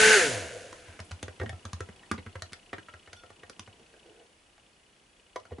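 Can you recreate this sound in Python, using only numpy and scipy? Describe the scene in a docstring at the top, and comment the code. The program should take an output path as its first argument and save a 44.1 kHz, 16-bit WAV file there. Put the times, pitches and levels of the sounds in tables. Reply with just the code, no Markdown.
"""At a kitchen table, a stick blender is switched off in a plastic bowl of thick batter and spins down.
Its hum sinks in pitch while the whirr of its housing and the hiss of its motor brushes fade.
The bell (the cup around the blades) is stirred round by hand, knocking and rubbing on the bowl,
then lifted out with a slurp and put back. Knocks ring the bell and bowl and thud into the table.
A tiny motor nearby ticks steadily over a soft hiss."""
import sys
import numpy as np
from scipy import signal
from scipy.fft import rfft, irfft
from scipy.io import wavfile

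SR = 44100
rng = np.random.default_rng(int(sys.argv[2]) if len(sys.argv) > 2 else 0)


def bounce(signal):
    """Save signal as a 16-bit WAV file at the path given by the first command-line argument."""
    frames = np.transpose(np.atleast_2d(signal))
    limited = np.clip(frames, -1, 1)
    pcm = np.round(limited * 32767).astype(np.int16)
    wavfile.write(sys.argv[1], SR, pcm)


N = 246959

# The bowl's low notes. Each row: pitch in Hz, level in dB, seconds to fade by 60 dB.
BOWL_NOTES = [(215, -3, .06), (290, -2, .045), (380, -2, .045), (440, -2, .04), (510, -1, .05),
              (630, 0, .06), (700, 0, .065), (800, 0, .05), (950, 1, .05)]


def amp(db):
    """Turns decibels into a gain."""
    return 10 ** (np.asarray(db) / 20)


def unit_level(x):
    """Scales a sound to an average (rms) level of 1."""
    return x / np.sqrt(np.mean(x ** 2) + 1e-20)


def unit_start(x, seconds):
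    """Scales a sound so that its first moments have an average (rms) level of 1."""
    return x / np.sqrt(np.mean(x[:int(seconds * SR)] ** 2))


def in_time(rows, size=N):
    """Joins timed rows with straight lines, giving one curve for each column after the time."""
    times, *columns = np.transpose(rows)
    return [np.interp(np.arange(size) / SR, times, column) for column in columns]


def at_hz(points, hz):
    """Reads a value between the rows of a frequency table, spaced by octaves."""
    freqs, values = np.transpose(points)
    return np.interp(np.log(hz), np.log(freqs), values)


def ring(x, hz, fade_s):
    """Each click in x starts a note that fades by 60 dB in fade_s."""
    r, w = amp(-60 / (fade_s * SR)), 2 * np.pi * hz / SR
    return signal.lfilter([0, np.sin(w)], [1, -2 * r * np.cos(w), r * r], x + 1e-18)


def ring_notes(x, notes):
    """Rings several notes at once, as a struck object does."""
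    return sum(amp(db) * ring(x, hz, fade_s) for hz, db, fade_s in notes)


def resonances(x, peaks):
    """Keeps a band of x around each peak and adds the bands with alternating signs."""
    out = 0
    for k, (hz, width, db) in enumerate(peaks):
        r = np.exp(-np.pi * width / SR)
        feed = (1 - r * r) / 2 * np.array([1, 0, -1])
        feedback = [1, -2 * r * np.cos(2 * np.pi * hz / SR), r * r]
        out = out + (-1) ** k * amp(db) * signal.lfilter(feed, feedback, x)
    return out


def shaped_noise(spectrum, likeness, size):
    """Stereo noise; likeness says how alike left and right are at each frequency."""
    hz = np.maximum(np.fft.rfftfreq(size, 1 / SR), 1)
    mid, side = rfft(rng.standard_normal((2, size))) * amp(at_hz(spectrum, hz))
    alike = np.clip(at_hz(likeness, hz), -1, 1)
    return unit_level(irfft(np.sqrt(1 + alike) * mid + np.sqrt(1 - alike) * side * [[1], [-1]], size))


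def pan(x, db):
    """Makes stereo, with the left side db louder than the right."""
    return x * amp([[db / 2], [-db / 2]])


def clicks(per_s):
    """Random clicks of uneven size."""
    hits = rng.random(N) < per_s / SR
    return hits * amp(4.4 * np.minimum(rng.exponential(1, N), 3.5)) * rng.choice([-1, 1], N)


def flutter(size, per_s):
    """A random wobble around zero."""
    knots = rng.standard_normal(int(size / SR * per_s) + 2)
    return np.interp(np.arange(size) / SR * per_s, np.arange(len(knots)), knots)


def background_hiss(level_db):
    """A soft, wide hiss, strongest in the bass."""
    # Each row: frequency in Hz, relative level in dB.
    spectrum = [(15, -42.5), (25, 0), (59, 1), (173, -7), (247, -4.5), (319, -2), (518, -3.5), (907, -8),
                (1710, -8), (2930, -8), (3160, -11), (3500, -9.5), (3770, -13), (10200, -16.5),
                (11000, -18), (14300, -51), (22000, -120)]
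    # Each row: frequency in Hz, how alike left and right are (1 means the same).
    likeness = [(60, .94), (140, .7), (350, 1), (830, 0.066), (1990, 0.24), (4790, 0.39), (11500, 0.57)]
    return amp(level_db) * shaped_noise(spectrum, likeness, N + 1)[:, :N]


def ticks(level_db, per_s=29.97, first_s=.0244, length_s=.009):
    """The tiny motor buzzes briefly at each step; every second step is brighter."""
    # Each row: pitch in Hz, width in Hz, level in dB, accent in dB added and taken away in turn.
    bands = [(2570, 250, -4, 0), (2926, 340, 0, 1.5), (3310, 160, -6, 0), (4400, 350, -13, 5.5)]
    steps = (np.arange(N) / SR - first_s) * per_s
    step = np.floor(steps).astype(int) + 1
    gate = (steps % 1 < length_s * per_s) * np.exp(-2.5 * (steps % 1))
    out = 0
    for hz, width, db, accent_db in bands:
        chance_db = rng.normal(0, 2.2, step.max() + 1)[step]
        strength = amp(db + accent_db * (-1.) ** step + chance_db)
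        tone = np.sin(2 * np.pi * (hz * np.arange(N) / SR + rng.random(step.max() + 1)[step]))
        buzz = tone + 4 * rng.standard_normal(N)
        out = out + resonances(gate * strength * buzz, [(hz, width, 0)])
    return pan(amp(level_db) * unit_level(out), db=3)


def room_echo(x, fade_s=.15, level_db=-8.5):
    """The room adds a short, dull tail, different on the left and right."""
    t = np.arange(SR // 2) / SR
    tail = rng.standard_normal((2, len(t))) * np.exp(-np.log(1000) * t / fade_s) * (t > .0025)
    tail = signal.lfilter(*signal.butter(2, [200, 7900], "band", fs=SR), tail)
    tail /= np.sqrt(np.sum(tail ** 2, axis=1, keepdims=True))
    return amp(level_db) * signal.fftconvolve(x[None], tail, axes=1)[:, :N]


def table_thud(x, tune=1, hz=87, width_hz=29):
    """The table top booms; passing its resonance twice makes the sound swell before it dies."""
    top = [(hz * tune, width_hz, 0)]
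    return resonances(resonances(x, top), top)


def tings():
    """Two light touches set glass ringing faintly."""
    # Each row: start in seconds, change to the low notes in dB, to the high notes in dB, level in dB.
    touches = [(1.048, -25, 0, -50), (3.166, 0, -4, -54)]
    # Each row: pitch in Hz, level in dB, fade time in seconds.
    glass_notes = [(1420, -5.5, 0.48), (3480, -4, 0.44), (4430, -9, 0.17), (5720, -4.5, 0.18),
                   (8200, -9, .12), (10200, -8.5, 0.14)]
    out = np.zeros(N)
    for start, low_db, high_db, level_db in touches:
        click = np.arange(N) == round(start * SR)
        for hz, db, fade_s in glass_notes:
            out += amp(level_db + db + (high_db if hz > 7000 else low_db)) * ring(click, hz, fade_s)
    return out


def slurp():
    """Air pockets burst in gulps as the bell lifts out of the batter."""
    # Each row: loudest moment in seconds, level in dB, rise and fall in dB per second.
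    gulps = [(3.8, -60, 1500, 300), (3.975, -58.5, 250, 901), (4.05, -57.5, 1500, 77),
             (4.215, -60.5, 90, 500)]
    # Each row: pitch in Hz, width in Hz, level in dB.
    wet_peaks = [(326, 55, 4), (475, 32, 7), (670, 90, -5.5), (890, 100, -11.5), (1480, 110, -12.5)]
    t = np.arange(N) / SR
    level = sum(amp(db - np.maximum(rise * (s - t), fall * (t - s))) for s, db, rise, fall in gulps)
    pops = resonances(clicks(per_s=1500), wet_peaks)
    return level * unit_level(resonances(pops, [(600, 1200, 0)]))


def rub():
    """The dragging bell makes many tiny slips, which ring the bowl's low notes."""
    # Each row: time in seconds, level in dB.
    levels = [(0, -35.5), (.3, -45), (.75, -82), (.95, -61.5), (2.35, -61), (2.6, -67), (3.7, -65.5),
              (4.3, -74), (5.3, -73), (5.6, -62)]
    duller_notes = [(hz, db - 4 * np.log2(hz / 500), .8 * fade_s) for hz, db, fade_s in BOWL_NOTES]
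    return amp(in_time(levels)[0]) * unit_level(ring_notes(clicks(per_s=900), duller_notes))


def knocks():
    """The bell hits the bowl: a short, rough push rings both with a sharp crack, and the table thuds."""
    # Each row: start in seconds, bell peak in dB, opening levels of thud, bowl and crack in dB,
    # then the pitches in Hz near which bell and bowl ring most.
    hits = [(0.7276, -33, -58, -55, -46.5, 1230, 390), (0.8834, -46, -47.5, -55, -56, 2100, 678),
            (0.9906, -33.5, -51, -48, -58, 1420, 714), (1.0007, -37.5, -45.5, -51, -42, 1480, 213),
            (1.1104, -41, -42, -51, -45.5, 1850, 710), (1.1149, -33.5, -39.5, -52, -43.5, 1940, 686),
            (1.2277, -38, -40.5, -40.5, -35, 3320, 312), (1.2804, -35, -44.5, -44, -54, 1800, 487),
            (1.3978, -29.5, -37.5, -42, -61, 1980, 475), (1.4114, -29, -34.5, -35.5, -68, 1860, 520),
            (1.431, -43, -37.5, -38.5, -58, 1500, 345), (1.459, -34.5, -42, -45, -68, 1800, 220),
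            (1.493, -31, -40.5, -45.5, -44, 1870, 719), (1.5276, -43.5, -38.5, -49.5, -65, 1260, 530),
            (1.6518, -33.5, -40, -45, -40.5, 1570, 218), (1.731, -29, -36, -45, -37.5, 1240, 207),
            (1.8051, -29, -38, -40.5, -41.5, 1390, 510), (1.8874, -40.5, -51, -46, -63, 1860, 213),
            (1.9624, -66, -78, -80, -57.5, 3260, 770), (2.0325, -44.5, -75, -76, -71, 1850, 385),
            (2.1134, -18.5, -38, -30.5, -34.5, 1360, 230), (2.1393, -33, -52, -40, -57, 1000, 224),
            (2.1784, -39, -44, -43.5, -80, 2090, 233), (2.2627, -36.5, -43, -47.5, -68, 1780, 213),
            (2.3541, -32, -41, -44.5, -59, 1600, 494), (2.421, -30.5, -44.5, -47, -33.5, 1630, 625),
            (2.521, -44, -56, -52.5, -53, 2750, 223), (2.5313, -34, -69, -56, -37, 1480, 510),
            (2.7298, -26, -50, -38, -68, 1880, 410), (2.7815, -36, -57, -48, -59, 1910, 280),
            (2.8848, -35.5, -63, -53.5, -69, 1610, 506), (2.9377, -37, -51.5, -53.5, -60.5, 1480, 500),
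            (3.0732, -42.5, -59, -57.5, -71, 1700, 680), (3.1306, -36, -56, -53.5, -43.5, 2000, 654),
            (3.235, -43, -62, -53, -62, 1360, 485), (3.3025, -43, -61.5, -52.5, -58.5, 1480, 484),
            (3.4328, -38.5, -59, -51.5, -59, 1870, 514), (3.4964, -40.5, -69, -50.5, -41, 1840, 288),
            (3.5941, -35.5, -51.5, -51, -37.5, 1480, 213), (3.6746, -42, -53.5, -54, -66, 1750, 315),
            (3.7948, -63, -75, -59, -66, 2880, 430), (3.938, -50, -79.5, -59.5, -73, 1520, 470),
            (4.5793, -51, -75.5, -66.5, -70, 2860, 865), (5.3585, -27, -64, -34.5, -46, 1490, 692),
            (5.3984, -49, -67, -58.5, -57.5, 1150, 608), (5.4523, -43.5, -68, -59.5, -62, 1850, 710),
            (5.5072, -51, -51, -52.5, -77, 2490, 460), (5.5178, -47.5, -43, -40.5, -77, 1870, 373),
            (5.5822, -45.5, -51, -43, -72, 1880, 286)]
    # Each row: pitch in Hz, fade time in seconds.
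    bell_notes = [(1080, .025), (1220, .022), (1350, .025), (1490, .028), (1610, .022), (1800, .028),
                  (1900, .03), (2010, .025), (2160, .02), (2400, .016), (2650, .016), (2950, .018),
                  (3320, .014), (3700, .012)]
    # Each row: pitch in Hz, level in dB, fade time in seconds.
    crack_notes = [(4030, 8, 0.0013), (4560, -2.5, 0.00067), (5150, 0.5, 0.0023), (5700, -1.5, 0.0017),
                   (6170, 2, 0.0029), (6940, -21, 0.0012), (8140, -18, 0.0015), (8870, 2, 0.0013),
                   (9850, -5.5, 0.00076), (11700, 2, 0.0012)]
    size = SR // 4
    out, t = np.zeros((2, N + size)), np.arange(size) / SR
    thin = signal.butter(2, 600, "high", fs=SR, output="sos")  # the small bell has no bass
    for start, bell_db, thud_db, bowl_db, crack_db, bell_hz, bowl_hz in hits:
        contact_ms = 1.986 * amp(.2327 * (bowl_db - crack_db))  # duller knocks touch for longer
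        age = t * 1000 / contact_ms
        push = rng.standard_normal(size) * np.sqrt(age) * np.exp(-age)
        bell_luck, bowl_luck, crack_luck = rng.normal(0, 2.5, (3, len(bell_notes)))  # dB per note
        tune = amp(rng.normal(0, .45))  # moving batter detunes bowl and table
        bell = ring_notes(push, [(hz, luck - 16 * abs(np.log2(hz / bell_hz)), fade_s)
                                 for (hz, fade_s), luck in zip(bell_notes, bell_luck)])
        bowl = ring_notes(push, [(hz * tune, db + luck - 17 * abs(np.log2(hz / bowl_hz)), fade_s)
                                 for (hz, db, fade_s), luck in zip(BOWL_NOTES, bowl_luck)])
        crack = ring_notes(push * age * np.exp(-.7 * age),
                           [(hz, db + luck, fade_s)
                            for (hz, db, fade_s), luck in zip(crack_notes, crack_luck)])
        bell = signal.sosfilt(thin, bell)
        # The heavy bowl feels a softer blow.
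        soft = signal.butter(2, [.64 * bowl_hz, 1500], "band", fs=SR, output="sos")
        knock = amp(bell_db) * bell / np.max(np.abs(bell))
        knock += amp(crack_db) * unit_start(crack, seconds=.0027)
        knock += amp(bowl_db) * unit_start(signal.sosfilt(soft, bowl), seconds=.017)
        thud = amp(thud_db) * unit_start(table_thud(t == 0, tune), seconds=.029)
        i = round(start * SR)
        out[:, i:i + size] += pan(knock, db=-.3) + thud
    return out[:, :N]


def churn(size):
    """Swirling batter makes a hollow noise."""
    # Each row: time in seconds, level in dB.
    levels = [(0, -32), (.45, -41), (.65, -48), (1, -70)]
    # Each row: pitch in Hz, width in Hz, level in dB.
    hollow_peaks = [(324, 74, -10.5), (410, 58, -5), (498.7, 35, 4), (680, 60, -3)]
    return amp(in_time(levels, size)[0]) * unit_level(resonances(rng.standard_normal(size), hollow_peaks))


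def shake(turns):
    """Each turn of the shaft jolts the bowl and the table."""
    # Each row: time in seconds, jolt strength in dB.
    levels = [(0, -47), (.1, -47), (.18, -72), (.32, -45), (.45, -54), (.52, -56), (.95, -78)]
    jolt_db = in_time(levels, len(turns))[0] + .58 * rng.standard_normal(len(turns))
    jolts = np.diff(np.floor(turns), prepend=0) * amp(jolt_db)
    return ring_notes(jolts, BOWL_NOTES) + amp(58.5) * table_thud(jolts)


def brush_hiss(coast_s, throb):
    """The motor brushes hiss. After switch-off this drops fast, and a fainter hiss lingers."""
    # Each row: frequency in Hz, relative level in dB.
    spectrum = [(1760, -38), (3000, -3.5), (3380, -6), (4580, -5.5), (4970, -7), (5640, -8), (6460, -3.5),
                (8160, -10), (11000, -9.5), (14300, -49), (22000, -120)]
    level_db = np.maximum(-23 - 75 * coast_s, -34.5 - 41 * coast_s)
    return amp(level_db) * shaped_noise(spectrum, [(100, .48), (9000, .82)], len(throb)) * throb


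def housing_whirr(throb):
    """Throbbing motor noise rings the blender's housing."""
    # Each row: time in seconds, level in dB.
    levels = [(0, -20.5), (.13, -19), (.22, -26), (.3, -35), (.52, -48), (.72, -58.5), (1, -56.5)]
    # Each row: pitch in Hz, width in Hz, level in dB.
    housing_peaks = [(1520, 254, 3), (1800, 500, 1), (2178, 350, -0.5), (2750, 360, -6.5), (1150, 180, -43),
                     (692, 65, -12.5)]
    noises = rng.standard_normal((2, len(throb)))
    mid, side = [unit_level(resonances(noise * throb, housing_peaks)) for noise in noises]
    return amp(in_time(levels, len(throb))[0]) * (mid + .33 * side * [[1], [-1]])


def shaft_hum(t, coast_s, speed, turns, hold_s=.2, fall_db_per_s=112):
    """The shaft hums at multiples of its speed; each tone swells as it slides through a resonance."""
    # Relative levels in dB of the tones at 1 to 8 times the shaft's speed.
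    tone_levels = [-10, 0, -4, -10, -12, -8, -4, -16]
    # The way out through bell, batter and bowl. Each row: frequency in Hz, boost or cut in dB.
    path = [(40, -30), (75, 2), (97, 12), (130, -2), (165, -22), (198, -22), (217, -11), (280, -5),
            (335, -20), (400, 0), (480, 0), (580, -16), (650, -16), (700, -4), (780, -14), (868, -5),
            (1150, -22), (1520, 0)]
    hum_db = np.maximum(-19.5 - fall_db_per_s * np.maximum(t - hold_s, 0), -53)
    wobble_db = 1.5 + 5 * (1 - speed / speed[0])  # the unpowered shaft runs unevenly
    out = 0
    for k, db in enumerate(tone_levels, 1):
        level_db = hum_db + db - 7 * k * coast_s  # higher tones fade faster
        level_db += at_hz(path, k * speed) + wobble_db * flutter(len(t), per_s=30)
        out = out + amp(level_db) * np.sin(2 * np.pi * (k * turns + rng.random()))
    return out


def blender(full_turns_per_s=217.3, switch_off_s=.147, slowing_s=.295, wall_s=.004, wall_db=-14):
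    """The blender runs at full speed, then coasts down once it is switched off."""
    size = SR
    t = np.arange(size) / SR
    coast_s = np.maximum(t - switch_off_s, 0)
    speed = full_turns_per_s * np.exp(-coast_s / slowing_s)
    turns = np.cumsum(speed) / SR
    throb = 1 + .25 * np.sin(4 * np.pi * turns)  # two blades pass per turn
    low = churn(size) + shaft_hum(t, coast_s, speed, turns) + shake(turns)
    # A side wall sends the low sound back, with opposite signs left and right.
    wall = amp(wall_db) * np.interp(t - wall_s, t, low) * [[1], [-1]]
    fade_out = np.clip((size - np.arange(size)) / 2000, 0, 1)
    out = np.zeros((2, N))
    out[:, :size] = (low + wall + housing_whirr(throb) + brush_hiss(coast_s, throb)) * fade_out
    return out


def scene():
    """The blender, and the bowl sounds with their echo, over hiss and ticks."""
    # Each row: time in seconds, hiss level in dB, tick level in dB.
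    background_levels = [(.6, -54.5, -65.5), (1.2, -57.5, -67), (3.3, -61, -64.5), (4.1, -61, -68),
                         (4.4, -63, -73.5), (5.6, -63.5, -68.5)]
    hiss_db, tick_db = in_time(background_levels)
    bowl = knocks() + rub() + slurp() + tings()
    bass_cut = signal.butter(2, 55, "high", fs=SR, output="sos")  # small things give off no deep bass
    near = signal.sosfilt(bass_cut, blender() + bowl)
    return near + background_hiss(hiss_db) + room_echo(bowl.mean(axis=0)) + ticks(tick_db)


def record(dry):
    """Cuts the treble steeply above 11050 Hz."""
    return signal.sosfilt(signal.ellip(12, .5, 60, 11050, fs=SR, output="sos"), dry)


dry = scene()
out = record(dry)
bounce(out)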